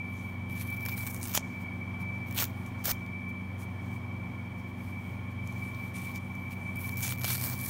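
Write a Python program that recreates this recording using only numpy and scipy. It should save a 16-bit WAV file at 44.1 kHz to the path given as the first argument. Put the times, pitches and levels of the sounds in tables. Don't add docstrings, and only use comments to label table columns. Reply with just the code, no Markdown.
import sys
import numpy as np
from scipy import signal
from scipy.fft import rfft, irfft, next_fast_len
from scipy.io import wavfile

SR = 44100
rng = np.random.default_rng(int(sys.argv[2]) if len(sys.argv) > 2 else 0)


def transcribe(u):
    v = np.clip(np.atleast_2d(u).T, -1, 1)
    q = np.round(v * 32767).astype(np.int16)
    wavfile.write(sys.argv[1], SR, q)


def natural_amplitude(level_db):
    exponent = np.asarray(level_db, float) / 20
    return 10 ** exponent


N = 339129

# (frequency [Hz], level [dB rms])
MAINS_HUM = [
    (120, -67.5),
    (240, -49),
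]
# (multiple, level [dB rms], throb depth [0-1], first crest [s])
ROTOR_HUMS = [
    (4, -42, 0.19, 0.6),
    (5, -45, 0.39, 0.86),
    (8, -47, .05, 0.2),
]
# (frequency [Hz], level [dB rms])
FAINT_TONES = [(258.2, -56.5), (281.7, -94), (360, -62), (517, -68.5), (775, -71), (1086, -71.5),
               (2401.5, -103)]
# (time [s], level [dB])
WHINE_STRENGTH = [(0, -44.5), (.45, -51.5), (.86, -39.5), (1.24, -54.5), (1.6, -47), (1.85, -49.5),
                  (2.16, -40.5), (2.5, -57), (3.05, -47), (3.32, -43), (3.55, -55.5), (3.75, -52),
                  (3.95, -54), (5.3, -53.5), (5.59, -47), (6.6, -47), (6.85, -44), (7.3, -44.5)]
WHINE_PITCHES = 2319.0, 2236.0, 2246.0
# (middle [s], half length [s], frequency [Hz], level [dB rms])
CASING_SONGS = [(.9, .35, 2237, -55), (1.95, .4, 2240, -54), (2.8, .7, 2402, -67), (4.8, .4, 2236, -58.5),
                (5.5, 1.0, 2402, -63), (6.1, 1.0, 1086, -62), (7.15, .6, 2402, -64)]
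# (frequency [Hz], width [Hz], level [dB rms])
CASING_RINGS = [(2301, 42, -49.5), (2255, 110, -61), (2370, 7.8, -74), (1080, 155, -59), (1415, 13, -69.5),
                (1748, 53, -68), (3177, 280, -66.5), (175.8, 35, -51), (9200, 880, -78.5),
                (12070, 400, -83)]
# (frequency [Hz], level [dB per Hz])
AIR_COLOUR = [(20, -29), (45, -14.5), (100, -1.5), (250, -6), (330, -11.5), (460, -18.5), (900, -15),
              (1500, -26), (2400, -23.5), (2760, -34), (3500, -37), (4600, -39.5), (9000, -47),
              (16000, -45.5)]
# (middle [s], length [s], level [dB])
BRUSH_STROKES = [(0.016, 0.026, -75), (.21, 0.29, -62.5), (1.5, 0.26, -66), (1.619, 0.042, -59.5),
                 (1.762, .1, -74), (2.013, 0.038, -58), (2.157, .08, -71), (2.55, 0.36, -66),
                 (2.677, .04, -63), (2.817, 0.08, -64), (3.0, 0.13, -70), (3.296, .03, -63),
                 (3.617, 0.065, -56.5), (3.863, .1, -69), (3.942, .08, -63), (4.593, .04, -65.5),
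                 (4.69, 0.051, -67), (4.858, .18, -64), (5.07, 0.22, -65.5), (5.318, .04, -69),
                 (5.5, 0.14, -63.5), (5.63, 0.2, -60), (5.817, 0.2, -59.5), (5.968, 0.052, -49),
                 (6.05, 0.17, -52), (6.162, .045, -53), (6.237, .12, -68), (6.378, 0.28, -66),
                 (6.523, 0.04, -52.5), (6.66, 0.44, -64)]
# (start [s], length [s], first level [dB], last level [dB], cells re strands [dB])
FOAM_PULLS = [(0.493, 0.13, -61.5, -44, -6), (0.603, 0.38, -50, -52, -11), (.885, 0.056, -41, -46, -9.5),
              (0.965, 0.15, -44.5, -42, -8), (1.116, 0.13, -51, -49, -9.5), (1.229, 0.1, -41, -42.5, -7.5),
              (1.346, 0.031, -31, -28.5, -4), (2.272, 0.048, -53, -61, -6), (2.333, 0.035, -55, -39, -11),
              (2.376, 0.041, -30.5, -29, -3.5), (2.429, 0.028, -26, -39.5, -11.5),
              (2.458, .055, -51, -63, -3.5), (2.852, 0.06, -33.5, -24.5, -7.5),
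              (6.755, 0.07, -58, -43.5, -12), (6.828, 0.14, -46, -51, -10.5),
              (6.975, .045, -42.5, -39, -12), (7.032, 0.096, -33, -40.5, -6.5),
              (7.124, 0.037, -43, -53, -5), (7.178, 0.063, -49.5, -44, -10),
              (7.239, .045, -41, -33.5, -7.5), (7.287, 0.083, -31, -39, -8), (7.375, 0.061, -47, -35, -6),
              (7.445, .14, -32.5, -45, -9), (7.59, .1, -41.5, -38, -8.5)]
# (time [s], peak [dB], cells re peak [dB])
PEEL_BREAKS = [(0.4979, -52, 7), (0.5081, -45, -11), (0.5198, -45, -16), (0.5264, -45, -14),
               (0.5981, -41, -9), (0.612, -41, 1), (0.7254, -41, -3), (0.7708, -38, -15),
               (0.8527, -28.5, -14), (0.8611, -23.5, -8.5), (0.8865, -25, -11), (0.8928, -32, -5),
               (0.9782, -31.5, -2.5), (0.9915, -37, -17), (1.006, -39, -4), (1.0225, -39, -19),
               (1.0322, -36, -11), (1.0662, -30, -4), (1.0734, -31, -3), (1.1374, -39, -11),
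               (1.145, -32, -2), (1.1637, -37, -11), (1.178, -41, -12), (1.213, -38, -7),
               (1.2299, -34.5, -1), (1.254, -33.5, 0.5), (1.2733, -31, -9), (1.3315, -37, -8),
               (1.3382, -26, -17)]
# (time [s], peak [dB], cells re peak [dB])
RIP_BREAKS = [(1.3488, -19.5, -8), (1.352, -17, -10), (1.3751, -20, 2), (1.4755, -62, 8),
              (2.3107, -35.5, -7), (2.3251, -34, -10), (2.3474, -30, -14), (2.3626, -28, -17),
              (2.3814, -31, -1), (2.388, -31, 9), (2.401, -24, -5), (2.4232, -21, -3), (2.441, -28.5, 2.5),
              (2.453, -32, -7), (2.6627, -44.5, -3), (2.8414, -31, -10), (2.845, -26, -10),
              (2.8558, -19, -9), (2.869, -30, -4), (2.8805, -25, -8), (2.9152, -20.5, -6), (3.063, -54, 3),
              (4.165, -70.5, 8), (5.474, -42, -12), (5.524, -52, 3), (5.747, -55, 10), (5.879, -55, 0),
              (6.159, -36, -6), (6.352, -47, -2)]
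# (time [s], peak [dB], cells re peak [dB])
FRESH_BREAKS = [(6.7583, -39.5, -9), (6.771, -41, -9), (6.7944, -37, -19), (6.8923, -32, -5.5),
                (6.9713, -27, -15), (6.9899, -36, -13), (7.0055, -26, -16), (7.031, -33, -14),
                (7.0784, -30.5, -1), (7.1073, -31, -1), (7.123, -26, -4), (7.1842, -36, -8),
                (7.2098, -39, -5), (7.2152, -41, 4), (7.235, -33, -1), (7.244, -27.5, 2.5),
                (7.2505, -33, 6.5), (7.3026, -30.5, 3.5), (7.309, -32, -9), (7.351, -31.5, 1),
                (7.3557, -33, 3), (7.3794, -34.5, 1), (7.4124, -27.5, -4), (7.423, -33, -1),
                (7.4391, -28, -1), (7.4555, -36, -7), (7.4988, -30.5, -1.5), (7.5169, -31, -8),
                (7.5349, -33, -7), (7.6486, -30, -14)]
# (frequency [Hz], level [dB per band])
STRAND_BANDS = [(6500, -8.5), (8200, -23.5), (9600, -5.5), (11300, 0), (13000, 0.5), (14300, -21),
                (15600, 7)]
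# (frequency [Hz], level [dB per band])
CELL_BANDS = [(hz, 0) for hz in np.geomspace(2300, 9000, 9)]
# (frequency [Hz], level [dB per Hz])
BODY_COLOUR = [(200, -17), (450, -7), (700, -0.5), (1000, -0.5), (1600, 0.5), (2400, -5.5), (4000, -44)]
# (time [s], tilt [dB per octave])
CELL_FINENESS = [(.6, -6), (.9, 0), (1.2, 10), (1.38, -0.5), (2.4, -1.5), (2.88, -0.5), (3.6, 7),
                 (5.5, -1.5), (6.8, -4), (7.05, 2.5), (7.3, -1.5), (7.5, 7)]
# (time [s], frequency [Hz], peak [dB], t60 [s])
PIECE_RECOILS = [
    (1.3495, 1200, -26, .008),
    (1.3758, 605, -34.5, .047),
    (1.3762, 900, -14.5, .0055),
    (2.881, 616, -29, .028),
    (2.9145, 800, -29, .01),
    (2.915, 45, -38, .15),
    (7.2445, 720, -25, .012),
]
# (time [s], frequency [Hz], level [dB])
FAR_MOTOR_PATH = [
    (5.6, 138, -72),
    (6.2, 131, -50),
    (6.8, 125.5, -45.5),
    (7.3, 127.2, -38.5),
    (7.69, 127.6, -43),
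]
# (frequency [Hz], width [Hz], depth [0-1])
REFLECTION_DIPS = [(4920, 160, 0.63), (7520, 350, 0.27), (10400, 520, 0.58)]


def seconds():
    return np.arange(N) / SR


def rms_one(x):
    return x / np.sqrt(np.mean(x ** 2) + 1e-20)


def in_time(rows):
    s, *columns = np.transpose(rows)
    return [np.interp(seconds(), s, column) for column in columns]


def coloured(spectrum):
    size = next_fast_len(N)
    hz, db = np.transpose(spectrum)
    log_hz = np.log(np.arange(size // 2 + 1) * SR / size + 1)
    gains = natural_amplitude(np.interp(log_hz, np.log(hz), db))
    white = rng.standard_normal(size)
    return rms_one(irfft(rfft(white) * gains, size)[:N])


def drift(rate_hz):
    r = np.exp(-80 * np.pi * rate_hz / SR)
    white = rng.standard_normal(N // 40 + 2002)
    slow = signal.lfilter([1], [1, -2 * r, r * r], white)[2000:]
    return np.interp(np.arange(N) / 40, np.arange(len(slow)), rms_one(slow))


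def tone(hz, db, wobble_hz, wobble_rate_hz):
    turns = np.cumsum(hz + wobble_hz * drift(wobble_rate_hz)) / SR + rng.random()
    return np.sqrt(2) * natural_amplitude(db) * np.sin(2 * np.pi * turns)


def dying(clicks, t60):
    return signal.lfilter([1], [1, -natural_amplitude(-60 / (t60 * SR))], clicks + 1e-18)


def mains_hum():
    return sum(tone(hz, db, 0.032, 0.91) for hz, db in MAINS_HUM)


def rotor_hum():
    rotor_hz, throb_hz = 23.475, 0.631
    out = np.zeros(N)
    for multiple, db, depth, crest_s in ROTOR_HUMS:
        throb = 1 + depth * np.cos(2 * np.pi * throb_hz * (seconds() - crest_s))
        out += throb * tone(multiple * rotor_hz, db, 0.019, 1.75)
    return out


def faint_tones():
    return sum(tone(hz, db + 0.92 * drift(1.2), 0.5, 1.62) for hz, db in FAINT_TONES)


def whine(strength_db):
    mean_db = strength_db.mean()
    pair_db = mean_db - 11.5 + 0.36 * (strength_db - mean_db)
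    out = tone(WHINE_PITCHES[0], strength_db - 0.6 + 2.6 * drift(22), 3.074, 9.37)
    for hz in WHINE_PITCHES[1:]:
        out += tone(hz, pair_db + 2.5 * drift(5.1), 4.31, 14.05)
    return out


def casing_songs():
    out = np.zeros(N)
    for middle_s, half_s, hz, db in CASING_SONGS:
        fade_db = 5.2 * ((seconds() - middle_s) / half_s) ** 2
        out += tone(hz, db - fade_db, 1.53, 6.55)
    return out


def casing_rings(strength_db):
    out = np.zeros(N)
    for hz, width_hz, db in CASING_RINGS:
        r = np.exp(-np.pi * width_hz / SR)
        poles = [1, -2 * r * np.cos(2 * np.pi * hz / SR), r * r]
        once = signal.lfilter([1, 0, -1], poles, rng.standard_normal(N))
        twice = signal.lfilter([1, 0, -1], poles, once)
        near_whine = abs(hz - WHINE_PITCHES[0]) < 60
        fed_db = 0.3 * (strength_db + 42.5) * near_whine
        out += natural_amplitude(db + fed_db + 1.2 * drift(3.7)) * rms_one(twice)
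    return out


def blown_air():
    return natural_amplitude(-45 + 0.6 * drift(1.5)) * coloured(AIR_COLOUR)


def appliance():
    strength_db, = in_time(WHINE_STRENGTH)
    hums = mains_hum() + rotor_hum() + faint_tones()
    casing = casing_songs() + casing_rings(strength_db)
    return hums + whine(strength_db) + casing + blown_air()


def brushing(t):
    middle, length, db = np.transpose(BRUSH_STROKES)[:, :, None]
    return db - 9.5 * np.abs(2 * (t - middle) / length) ** 3


def pulling(t):
    start, length, first_db, last_db, cells_db = np.transpose(FOAM_PULLS)[:, :, None]
    onset_db_per_s, let_go_db_per_s = 1500, 2500
    settle_db, settle_db_per_s = -10.5, 650
    before = np.maximum(start - t, 0)
    after = np.maximum(t - start - length, 0)
    progress = np.clip((t - start) / length, 0, 1)
    held_db = first_db + (last_db - first_db) * progress - onset_db_per_s * before
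    release_db = np.maximum(-let_go_db_per_s * after, settle_db - settle_db_per_s * after)
    strands_db = held_db + release_db
    return strands_db, strands_db + cells_db


def handling():
    t = np.arange(0, N + 64, 32) / SR
    brush_db = brushing(t)
    pull_strands_db, pull_cells_db = pulling(t)
    strands_db = np.vstack([pull_strands_db, brush_db])
    cells_db = np.vstack([pull_cells_db, brush_db - 2.5])
    sums = [10 * np.log10(np.sum(natural_amplitude(2 * db), axis=0) + 1e-10) for db in (strands_db, cells_db, brush_db)]
    strands_db, cells_db, brush_db = in_time(np.transpose([t, *sums]))
    pulled = 1 - natural_amplitude(2 * (brush_db - strands_db))
    body_rel_db = -15.5 + 0.24 * (strands_db + 37)
    return strands_db, cells_db - strands_db, body_rel_db, pulled


def bank(bands, tilt_db, patchy_db):
    centres, level_db = np.transpose(bands)[:, :, None]
    octaves = np.log2(centres / np.mean(centres))
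    patches_db = [patchy_db * drift(4.1) for _ in bands]
    gains = natural_amplitude(level_db + tilt_db * octaves + patches_db)
    noises = []
    for hz, _ in bands:
        noises.append(coloured([(hz / 2.5, -40), (hz / 1.09, 0), (hz * 1.09, 0), (hz * 2.5, -40)]))
    return np.sum(gains * noises, axis=0) / np.sqrt(np.sum(gains ** 2, axis=0))


def ruptures(per_s, spread_db, t60, clump_db):
    born = rng.random(N) < per_s * natural_amplitude(clump_db * drift(25)) / SR
    sizes = natural_amplitude(spread_db * np.minimum(rng.exponential(1, N), 4))
    return dying(born * sizes ** 2, 2 * t60)


def radiate(noise, level_db, tearing, grain, hit_db, t60):
    break_s = np.transpose(PEEL_BREAKS + RIP_BREAKS + FRESH_BREAKS)[0]
    hits = np.zeros(N)
    hits[np.round(break_s * SR).astype(int)] = natural_amplitude(hit_db)
    texture = np.sqrt(1 - tearing + tearing * grain / np.mean(grain))
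    burst = dying(hits, t60) - dying(hits, 0.00062)
    return noise * np.hypot(natural_amplitude(level_db) * texture, burst)


def foam():
    strands_db, cells_rel_db, body_rel_db, pulled = handling()
    fine = ruptures(per_s=3300, spread_db=5.5, t60=0.0011, clump_db=2.5)
    coarse = ruptures(per_s=320, spread_db=3.5, t60=0.001, clump_db=-1.0)
    tearing = np.interp(strands_db, [-66, -50, -32], [.2, .85, .5]) * (0.63 + 0.53 * pulled)
    _, peak_db, cells_db = np.transpose(PEEL_BREAKS + RIP_BREAKS + FRESH_BREAKS)
    body_db = 0.63 * cells_db - 9
    cell_tilt_db, = in_time(CELL_FINENESS)

    strand_noise = bank(STRAND_BANDS, -1.2 * (cells_rel_db + 6), patchy_db=6.5)
    cell_noise = bank(CELL_BANDS, cell_tilt_db, patchy_db=3.0)
    body_noise = coloured(BODY_COLOUR)
    strands = radiate(strand_noise, strands_db - 0.5, tearing, fine + 0.3 * coarse, peak_db + 1.5, t60=0.008)
    cells = radiate(cell_noise, strands_db + cells_rel_db - 0.5, tearing,
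                    0.095 * fine + coarse, peak_db + cells_db - 0.5, t60=0.012)
    body = radiate(body_noise, strands_db + body_rel_db, tearing,
                   0.088 * fine + coarse, peak_db + body_db + 2.0, t60=0.014)
    return strands + cells + body


def room(x, t60=0.2, cut_hz=7000):
    t = np.arange(SR // 5) / SR
    tail = rng.standard_normal(len(t)) * natural_amplitude(-60 * t / t60) * (t > .003)
    tail = signal.lfilter(*signal.butter(1, cut_hz, fs=SR), tail)
    return signal.fftconvolve(x, tail / np.sqrt(np.sum(tail ** 2)))[:N]


def recoils():
    out = np.zeros(N)
    for start_s, hz, db, t60 in PIECE_RECOILS:
        t = np.maximum(seconds() - start_s, 0)
        out += natural_amplitude(db - 60 * t / t60) * np.sin(2 * np.pi * hz * t)
    return out


def far_motor():
    hz, db = in_time(FAR_MOTOR_PATH)
    return tone(hz, db, 0.33, 3.1)


def open_split(tearing_sound):
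    opens_s, ring_hz, width_hz, gain = 7.15, 4500, 900, 0.7
    ring = signal.lfilter(*signal.iirpeak(ring_hz, ring_hz / width_hz, fs=SR), tearing_sound)
    return gain * ring * (seconds() > opens_s)


def scene():
    torn = foam()
    close = torn + open_split(torn) + recoils()
    return (close + natural_amplitude(-33) * room(close) + appliance() + far_motor())[None]


def band_limit(x):
    return signal.sosfilt(signal.butter(12, 17000, fs=SR, output="sos"), x)


def record(dry):
    for hz, width_hz, depth in REFLECTION_DIPS:
        dry = dry - depth * signal.lfilter(*signal.iirpeak(hz, hz / width_hz, fs=SR), dry)
    top_cut = signal.ellip(14, .5, 75, 15760, fs=SR, output="sos")
    mix = signal.sosfilt(top_cut, dry)
    return band_limit(mix)


dry = scene()
out = record(dry)
transcribe(out)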